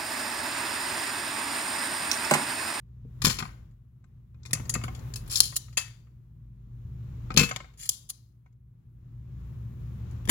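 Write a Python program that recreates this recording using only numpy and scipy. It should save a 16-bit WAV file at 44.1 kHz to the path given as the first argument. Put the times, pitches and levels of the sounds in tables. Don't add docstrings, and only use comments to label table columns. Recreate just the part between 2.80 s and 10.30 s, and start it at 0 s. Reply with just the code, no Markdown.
import sys
import numpy as np
from scipy import signal
from scipy.fft import rfft, irfft
from scipy.io import wavfile
from scipy.ndimage import uniform_filter1d

SR = 44100
rng = np.random.default_rng(int(sys.argv[2]) if len(sys.argv) > 2 else 0)


def log_audio(samples):
    frames = np.atleast_2d(samples).T
    limited = np.clip(frames, -1, 1)
    pcm = np.round(limited * 32767).astype(np.int16)
    wavfile.write(sys.argv[1], SR, pcm)


def attenuation_scalar(level_db):
    decades = np.asarray(level_db, float) / 20
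    return 10 ** decades


N = 330750
T = np.arange(N) / SR

# centre in Hz, width in Hz, gain in dB.
TREBLE_BANDS = [(9970, 1700, 3), (11900, 6500, 0), (15200, 9700, -7)]
# frequency in Hz, level in dB, t60 in seconds.
BOARD_MODES = [(765, -8.5, 0.084), (1074, -3.5, 0.073), (1230, 1, 0.029), (1331.5, 1, 0.033),
               (1500, 1.5, 0.026), (1910, -8, 0.037), (2144, -4, .04), (2450, -9.5, .04)]


def unit(x):
    return x / np.sqrt(np.mean(x ** 2))


def colour(x, hz, db):
    size = 1 << 13
    log_hz = np.log(np.arange(size // 2 + 1) * SR / size + 1)
    cepstrum = irfft(np.interp(log_hz, np.log(hz), db) * np.log(10) / 20)
    cepstrum[1:size // 2] *= 2
    cepstrum[size // 2 + 1:] = 0
    return signal.oaconvolve(x, irfft(np.exp(rfft(cepstrum))))[:len(x)]


def resonate(x, bands):
    out = 0
    for k, (hz, width, db) in enumerate(bands):
        out = out + (-1) ** k * attenuation_scalar(db) * signal.lfilter(*signal.iirpeak(hz, hz / width, SR), x)
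    return out


def ring(x, modes):
    out = 0
    for hz, db, t60 in modes:
        pole = np.exp(2j * np.pi * hz / SR - np.log(1000) / (t60 * SR))
        out = out + attenuation_scalar(db) * signal.lfilter([1], [1, -pole], x).imag
    return out


def bursts(s, db, t60, spiky_db):
    out, t = np.zeros(N), T[:SR // 4]
    uneven = attenuation_scalar(spiky_db * rng.standard_normal((len(s), len(t) // 8 + 1)))
    chance = rng.standard_normal((len(s), len(t))) * uneven.repeat(8, axis=1)[:, :len(t)]
    for at, level, decay, c in zip((s * SR).astype(int), attenuation_scalar(db), np.clip(t60, 0.003, 0.3), chance):
        crack = c * np.exp(-t / min(0.08 * decay, 0.0035))
        rattle = 0.42 * c * np.exp(-np.log(1000) * t / decay)
        hit = rattle + 4.5 * crack / np.sqrt(np.sum(crack ** 2))
        out[at:at + len(t)] += (level * hit)[:N - at]
    return out


def walk(rate):
    k = int(SR / rate)
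    held = np.repeat(rng.standard_normal(N // k + 1), k)
    return unit(uniform_filter1d(uniform_filter1d(held, k), k)[:N])


def after(x, hz):
    t60_s = 0.91
    keep = np.exp(-2 * np.log(1000) / (t60_s * SR))
    return np.sqrt(signal.lfilter([1 - keep], [1, -keep], resonate(x, [(hz, hz / 2, 0)]) ** 2))


def fan(near):
    # time in seconds, hum level in dB.
    opening = [(0.0, -52.5), (0.25, -48), (0.48, -37), (1.02, -55.5), (1.52, -51), (1.9, -37), (2.44, -40),
               (2.82, -49), (3.28, -52.5), (3.86, -48.5), (4.07, -42), (4.51, -38), (4.95, -54),
               (5.66, -58), (6.04, -53.5), (6.62, -40.5), (7.08, -38), (7.5, -37)]
    # frequency in Hz, wander in Hz, level in dB.
    tones = [(57.5, 7.0, -5.5), (117.7, 1.5, -2), (192, 5.8, -25.5), (228, 2.1, -25), (359.5, 0.82, -35)]
    # frequency in Hz, density in dB per Hz.
    rumble_curve = [(15, -42), (25, -16.5), (71, -3.5), (103, -4.5), (124, -1.5), (146, -4), (183, -15.5),
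                    (322, -30), (500, -43), (650, -70), (1100, -120)]
    rush_curve = [(180, -24.5), (300, -3), (755, -14), (1150, -12), (1540, -17.5), (3940, -28), (4590, -32),
                  (7190, -30), (8500, -47.5), (11000, -72.5), (18700, -120)]
    hiss_curve = [(4710, -47), (8000, -13.5), (8340, -16), (10200, -11), (15100, -2), (16200, -7.5),
                  (16400, -18.5)]

    hum_db = np.interp(T, *np.transpose(opening))
    rise = hum_db + 40
    hands = np.clip(np.minimum(T - 1.68, 2.68 - T) / 0.02, 0, 1)
    rush_gain = attenuation_scalar(-64.5 + 1.6 * rise) + attenuation_scalar(-88) + attenuation_scalar(-22) * after(near, hz=1300) + attenuation_scalar(-61) * hands
    hiss_gain = attenuation_scalar(-76.5 + 1.4 * rise) + attenuation_scalar(-92.5) + attenuation_scalar(-30.5) * after(near, hz=10500) + attenuation_scalar(-69.5) * hands

    lines = 0
    for hz, width, db in tones:
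        level = attenuation_scalar(db + 1.5 * walk(9))
        lines = lines + level * np.sin(np.cumsum(hz + width * walk(13)) * 2 * np.pi / SR)
    mid, side = (unit(colour(rng.standard_normal(N), *np.transpose(rumble_curve))) for _ in range(2))
    side = signal.lfilter(*signal.butter(2, 260, "high", fs=SR), side)
    hum = unit(lines) + attenuation_scalar(-2) * (mid + 0.67 * side * np.array([[1], [-1]]))

    rush, hiss = (np.array([unit(colour(rng.standard_normal(N), *np.transpose(curve))) for _ in range(2)])
                  for curve in (rush_curve, hiss_curve))
    rush = rush_gain * attenuation_scalar(walk(12)) * rush
    hiss = hiss_gain * attenuation_scalar(0.72 * walk(15)) * hiss
    return attenuation_scalar(hum_db + 1.0) * hum + rush + hiss


def bench():
    # start in seconds, peak in dB.
    thumps = [(0.251, -37), (0.443, -20.5), (0.468, -18), (0.499, -28.5), (0.591, -33), (0.622, -29.5),
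              (1.733, -29), (1.799, -31), (1.961, -25), (2.039, -31), (2.081, -38.5), (4.503, -28.5),
              (4.547, -25.5), (4.57, -13.5), (4.589, -17), (4.609, -16.5), (4.634, -23.5), (7.479, -26),
              (7.491, -22)]
    # frequency in Hz, level in dB, t60 in seconds.
    bench_modes = [(94.4, -4.5, 0.079), (139.7, 1.5, .12), (191, -5, 0.14), (231.5, -0.5, .09),
                   (374, -5.5, 0.054), (500, -14, 0.14)]
    soft_tilt = 0.15
    hold = 0.83
    s, db = np.transpose(thumps)
    out, t = np.zeros(N), T[:SR // 3]
    chance = rng.standard_normal((len(s), len(bench_modes), 2))
    for at, level, draws in zip((s * SR).astype(int), db, chance):
        modes = 0
        for (hz, mode_db, t60), (a, b) in zip(bench_modes, draws):
            tilt_db = soft_tilt * (level + 14.5) * np.log2(hz / 140)
            gain = attenuation_scalar(mode_db + tilt_db + 1.8 * a) * np.sign(b)
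            decay = np.exp(-np.log(1000) * t / (t60 * hold))
            modes = modes + gain * np.sin(2 * np.pi * hz * (1 + 0.051 * b) * t) * decay
        push = 1 - np.exp(-t / 0.0013)
        out[at:at + len(t)] += (attenuation_scalar(level - 2.5) * modes * push)[:N - at]
    return out


def barrel(x):
    # centre in Hz, width in Hz, gain in dB.
    tube_bands = [(3260, 810, -9), (4170, 360, -3.5), (4700, 430, -2), (5500, 810, -3), (6300, 1000, -1.5),
                  (7400, 630, -1.5)]
    passband = signal.butter(3, [2850, 8300], "band", fs=SR, output="sos")
    return signal.sosfilt(passband, resonate(x, tube_bands))


def pump():
    # start in seconds, peak in dB, treble in dB re peak, board in dB re peak.
    stops = [(0.4488, -6, -13.5, -13), (1.7318, -13.5, -11, -15.5), (1.8953, -12.5, -17.5, -25),
             (1.939, -18, -14, -16), (2.3375, -26.5, -16.5, -20), (2.7642, -8, -11.5, -29.5),
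             (2.9712, -9.5, -22, -23.5), (4.574, -0.5, -19, -12), (4.7612, -22, -29.5, -5.5),
             (5.093, -16, -9.5, -42.5), (2.606, -12.5, -12.5, -32.5), (5.2995, -19.5, -10, -29.5),
             (7.4939, -10.5, -13, -11.5)]
    rattles = [(0.4185, -23.5, -11, -7), (0.4672, -13.5, -18.5, -12), (0.4972, -16, -17, -11),
               (0.509, -21, -16, -17), (0.5865, -23.5, -21.5, -6.5), (1.6524, -45.5, -12, -4),
               (1.6593, -37, -24.5, -14), (2.0369, -31, -14, -7.5), (2.149, -36, -19.5, -12.5),
               (2.1914, -46, -14, -13.5), (2.358, -26, -10.5, -21), (2.4763, -45, -2, -10),
               (2.558, -11, -21.5, -32), (2.461, -48, -16, -19), (0.9107, -68, -21, -11),
               (2.9272, -45.5, -23.5, -12), (2.9755, -9, -21, -17.5), (4.5934, -9, -18, -14),
               (4.634, -16, -16, -12), (4.6902, -29, -14.5, -6.5), (4.9372, -60, -17.5, -4),
               (7.3107, -52, -12, -23.5)]
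    catches = [
        (2.556, -10, -17, -34),
        (2.6031, 3, -12, -31),
        (5.0908, -6.5, -8, -36),
    ]
    # start in seconds, peak in dB, board in dB re peak.
    thumb = [
        (1.709, -40.5, -4.5),
        (4.541, -39.5, -4),
        (4.564, -23.5, -6.5),
        (5.059, -34.5, -26),
        (7.453, -44, -9),
        (7.475, -43.5, 2),
        (7.487, -27, -6),
    ]
    rows = [(*r, 0.042) for r in stops] + [(*r, 0.12) for r in rattles] + [(*r, 0.022) for r in catches]
    rows += [(at, peak, -9, under_db, 0.05) for at, peak, under_db in thumb]
    s, db, top_db, board_db, t60 = np.transpose(rows)
    body = attenuation_scalar(-2.0) * barrel(bursts(s, db, t60, spiky_db=3.0))
    top = attenuation_scalar(8.0) * resonate(bursts(s, db + top_db, 1.1 * t60, spiky_db=2.0), TREBLE_BANDS)
    under = bursts(s, db + board_db, 0.67 * t60, spiky_db=1.0)
    return body + top + attenuation_scalar(-31) * ring(under, BOARD_MODES) + attenuation_scalar(10.0) * resonate(under, [(1860, 1400, 0)])


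def plunger():
    # arrival in seconds, level in dB, lower rasp in dB re level.
    rushes = [
        (0.448, -25.5, -8.5),
        (2.765, -28.5, -24),
        (5.298, -37.5, -48),
        (7.5, -17, -5.5),
    ]
    # start in seconds, level in dB, lower rasp in dB re level, fall in dB per second.
    puffs = [
        (0.455, -26.5, -2.5, 198.5),
        (0.59, -47.5, -10, 236),
        (2.562, -26.5, -18.5, 249),
        (2.615, -31.5, -21.5, 190),
        (2.98, -42, 2.5, 199.5),
        (4.58, -22, 0.5, 289),
        (5.108, -43, -26.5, 202),
    ]
    # start in seconds, swell in seconds, hold in seconds, level in dB, lower rasp in dB re level.
    pushes = [
        (2.497, .012, .043, -34, -14),
        (4.974, .075, .012, -41, -13.5),
    ]
    strokes = []
    for s, db, rasp_db in rushes:
        run_up = (T < s) * (T > s - 0.008)
        strokes.append((run_up * attenuation_scalar(db - 800 * abs(s - T)), rasp_db))
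    for s, db, rasp_db, fall in puffs:
        strokes.append(((T > s) * attenuation_scalar(db - fall * abs(T - s)), rasp_db))
    for s, swell, hold, db, rasp_db in pushes:
        rise_db = 14 * np.clip(1 - (T - s) / swell, 0, 1)
        fall_db = 703.5 * np.maximum(T - s - swell - hold, 0)
        strokes.append(((T > s) * attenuation_scalar(db - rise_db - fall_db), rasp_db))
    air = sum(envelope for envelope, _ in strokes)
    rasp = sum(envelope * attenuation_scalar(rasp_db) for envelope, rasp_db in strokes)
    rub = rng.standard_normal(N) * attenuation_scalar(1.6 * walk(200) + 2.8 * walk(1200))
    body = attenuation_scalar(-5.0) * air * unit(barrel(rub))
    top = attenuation_scalar(-6) * air * unit(resonate(rub, TREBLE_BANDS))
    return body + top + attenuation_scalar(-3.5) * rasp * unit(resonate(rub, [(1130, 580, -4), (2100, 1000, -1.5)]))


def spring():
    # start in seconds, peak in dB.
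    twangs = [
        (0.5861, -45),
        (1.735, -44.5),
        (1.9438, -41.5),
        (2.3585, -55.5),
        (2.972, -30.5),
        (4.573, -24.5),
        (4.5929, -24.5),
        (4.613, -25.5),
        (4.634, -28),
    ]
    # frequency in Hz, level in dB, t60 in seconds.
    coil_modes = [(2131, -9, .09), (2428, -8, 0.09), (2598, -7, .15), (2613, 0, .2), (4130, -13.5, .06),
                  (7080, -13.5, .06)]
    s, db = np.transpose(twangs)
    blows = np.zeros(N)
    blows[(s * SR).astype(int)] = attenuation_scalar(db)
    return ring(blows, coil_modes)


def board():
    # start in seconds, peak in dB, edge in dB re peak.
    knocks = [(0.602, -26.5, -11), (0.625, -25.5, -13.5), (0.653, -32, -23), (0.689, -46, -23),
              (1.241, -60, -3), (1.544, -61, -15), (1.632, -61.5, 12.5), (1.749, -32, 3.5),
              (1.771, -37.5, -25), (1.798, -36, -10), (1.854, -45, 2.5), (1.951, -21, -3),
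              (2.014, -35.5, -22), (2.038, -29, -5), (2.081, -32, -10), (2.725, -39, -12),
              (2.883, -54.5, -1.5), (3.27, -61, -19.5), (4.504, -29.5, -10.5), (4.516, -35.5, -10),
              (4.711, -23, -2), (4.803, -35.5, -13), (4.844, -44.5, -18.5), (5.66, -59.5, -14),
              (5.675, -72.5, -6), (5.725, -82, 10)]
    s, db, edge_db = np.transpose(knocks)
    t60 = np.full(len(s), 0.055)
    tap = bursts(s, db, t60, spiky_db=1.0)
    tick = attenuation_scalar(1.5) * barrel(bursts(s, db + edge_db, t60, spiky_db=3.0))
    knock = attenuation_scalar(0.5) * resonate(tap, [(1530, 650, -0.5), (2280, 900, -4)])
    return attenuation_scalar(-30) * ring(tap, BOARD_MODES) + knock + tick


def cap():
    # start in seconds, peak in dB.
    turns = [
        (1.659, -45),
        (1.731, -18),
        (1.894, -21.5),
        (1.94, -23.5),
    ]
    # centre in Hz, width in Hz, gain in dB.
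    cap_bands = [(6200, 350, 0.5), (7280, 370, 1.5), (10660, 700, -4)]
    s, db = np.transpose(turns)
    return attenuation_scalar(7) * resonate(bursts(s, db, np.full(len(s), 0.089), spiky_db=2.5), cap_bands)


def room(x):
    # frequency in Hz, t60 in seconds.
    reverb = [(150, 0.29), (1000, 0.39), (3000, 0.44), (7000, 0.11), (14000, .18)]
    t, hz = T[:SR // 2], 150 * 2.0 ** np.arange(7)
    reverb_hz, reverb_s = np.transpose(reverb)
    t60 = np.interp(np.log(hz), np.log(reverb_hz), reverb_s)
    tail = 0
    for f, d in zip(1.5 * hz, t60):
        noise = rng.standard_normal((2, len(t)))
        tail = tail + resonate(noise, [(f, 0.99 * f, 0)]) * np.exp(-np.log(1000) * t / d)
    tail = tail * (1 - np.exp(-(t / 0.023) ** 2))
    tail = tail / np.sqrt(np.sum(tail[0] ** 2))
    return attenuation_scalar(-18) * signal.oaconvolve(x[None], tail, axes=1)[:, :N]


def scatter(near):
    t = T[:SR // 100]
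    paths = rng.standard_normal((4, 2, len(t))) * np.exp(-t / 0.0025)
    moves = np.array([walk(4) for _ in paths])
    moves = moves / np.sqrt(np.sum(moves ** 2, axis=0))
    early = 0
    for move, path in zip(moves, paths):
        path = path / np.sqrt(np.sum(path ** 2, axis=1, keepdims=True))
        early = early + signal.oaconvolve((move * near)[None], path, axes=1)[:, :N]
    return early


def scene():
    near = pump() + cap() + board() + plunger()
    twang, low = spring(), bench()
    late = np.pad(near, (int(0.00007 * SR), 0))[:N]
    direct = np.array([near, late]) + twang * attenuation_scalar([[2.5], [-2.5]]) + low * attenuation_scalar([[1.5], [-1.5]])
    return direct + scatter(near) + room(near + 0.4 * twang + 1.1 * low) + fan(near)


def top_cut(x):
    return signal.sosfilt(signal.butter(12, 16640, fs=SR, output="sos"), x)


def record(dry):
    # frequency in Hz, left gain in dB, right gain in dB.
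    port_gains = [(60, -0.8, -1.7), (300, 0.5, -1), (1300, 2.5, -1.5), (2500, 4, -0.5), (3973, 6.5, -6.5),
                  (6160, 6, -17.5), (8040, 5.5, -8.5), (9100, 0.5, 3.5), (10500, -8.5, 5), (12700, -2, -3),
                  (16400, -4, -1.5)]
    hz, *gains = np.transpose(port_gains)
    x = np.array([colour(c, hz, db) for c, db in zip(dry, gains)])
    x = x - 0.25 * resonate(x, [(8780, 1200, 0)])
    low_pass = signal.ellip(8, 0.2, 60, 16300, fs=SR, output="sos")
    x = signal.sosfilt(low_pass, np.clip(x, -1, 1))
    return top_cut(x)


dry = scene()
out = record(dry)
log_audio(out)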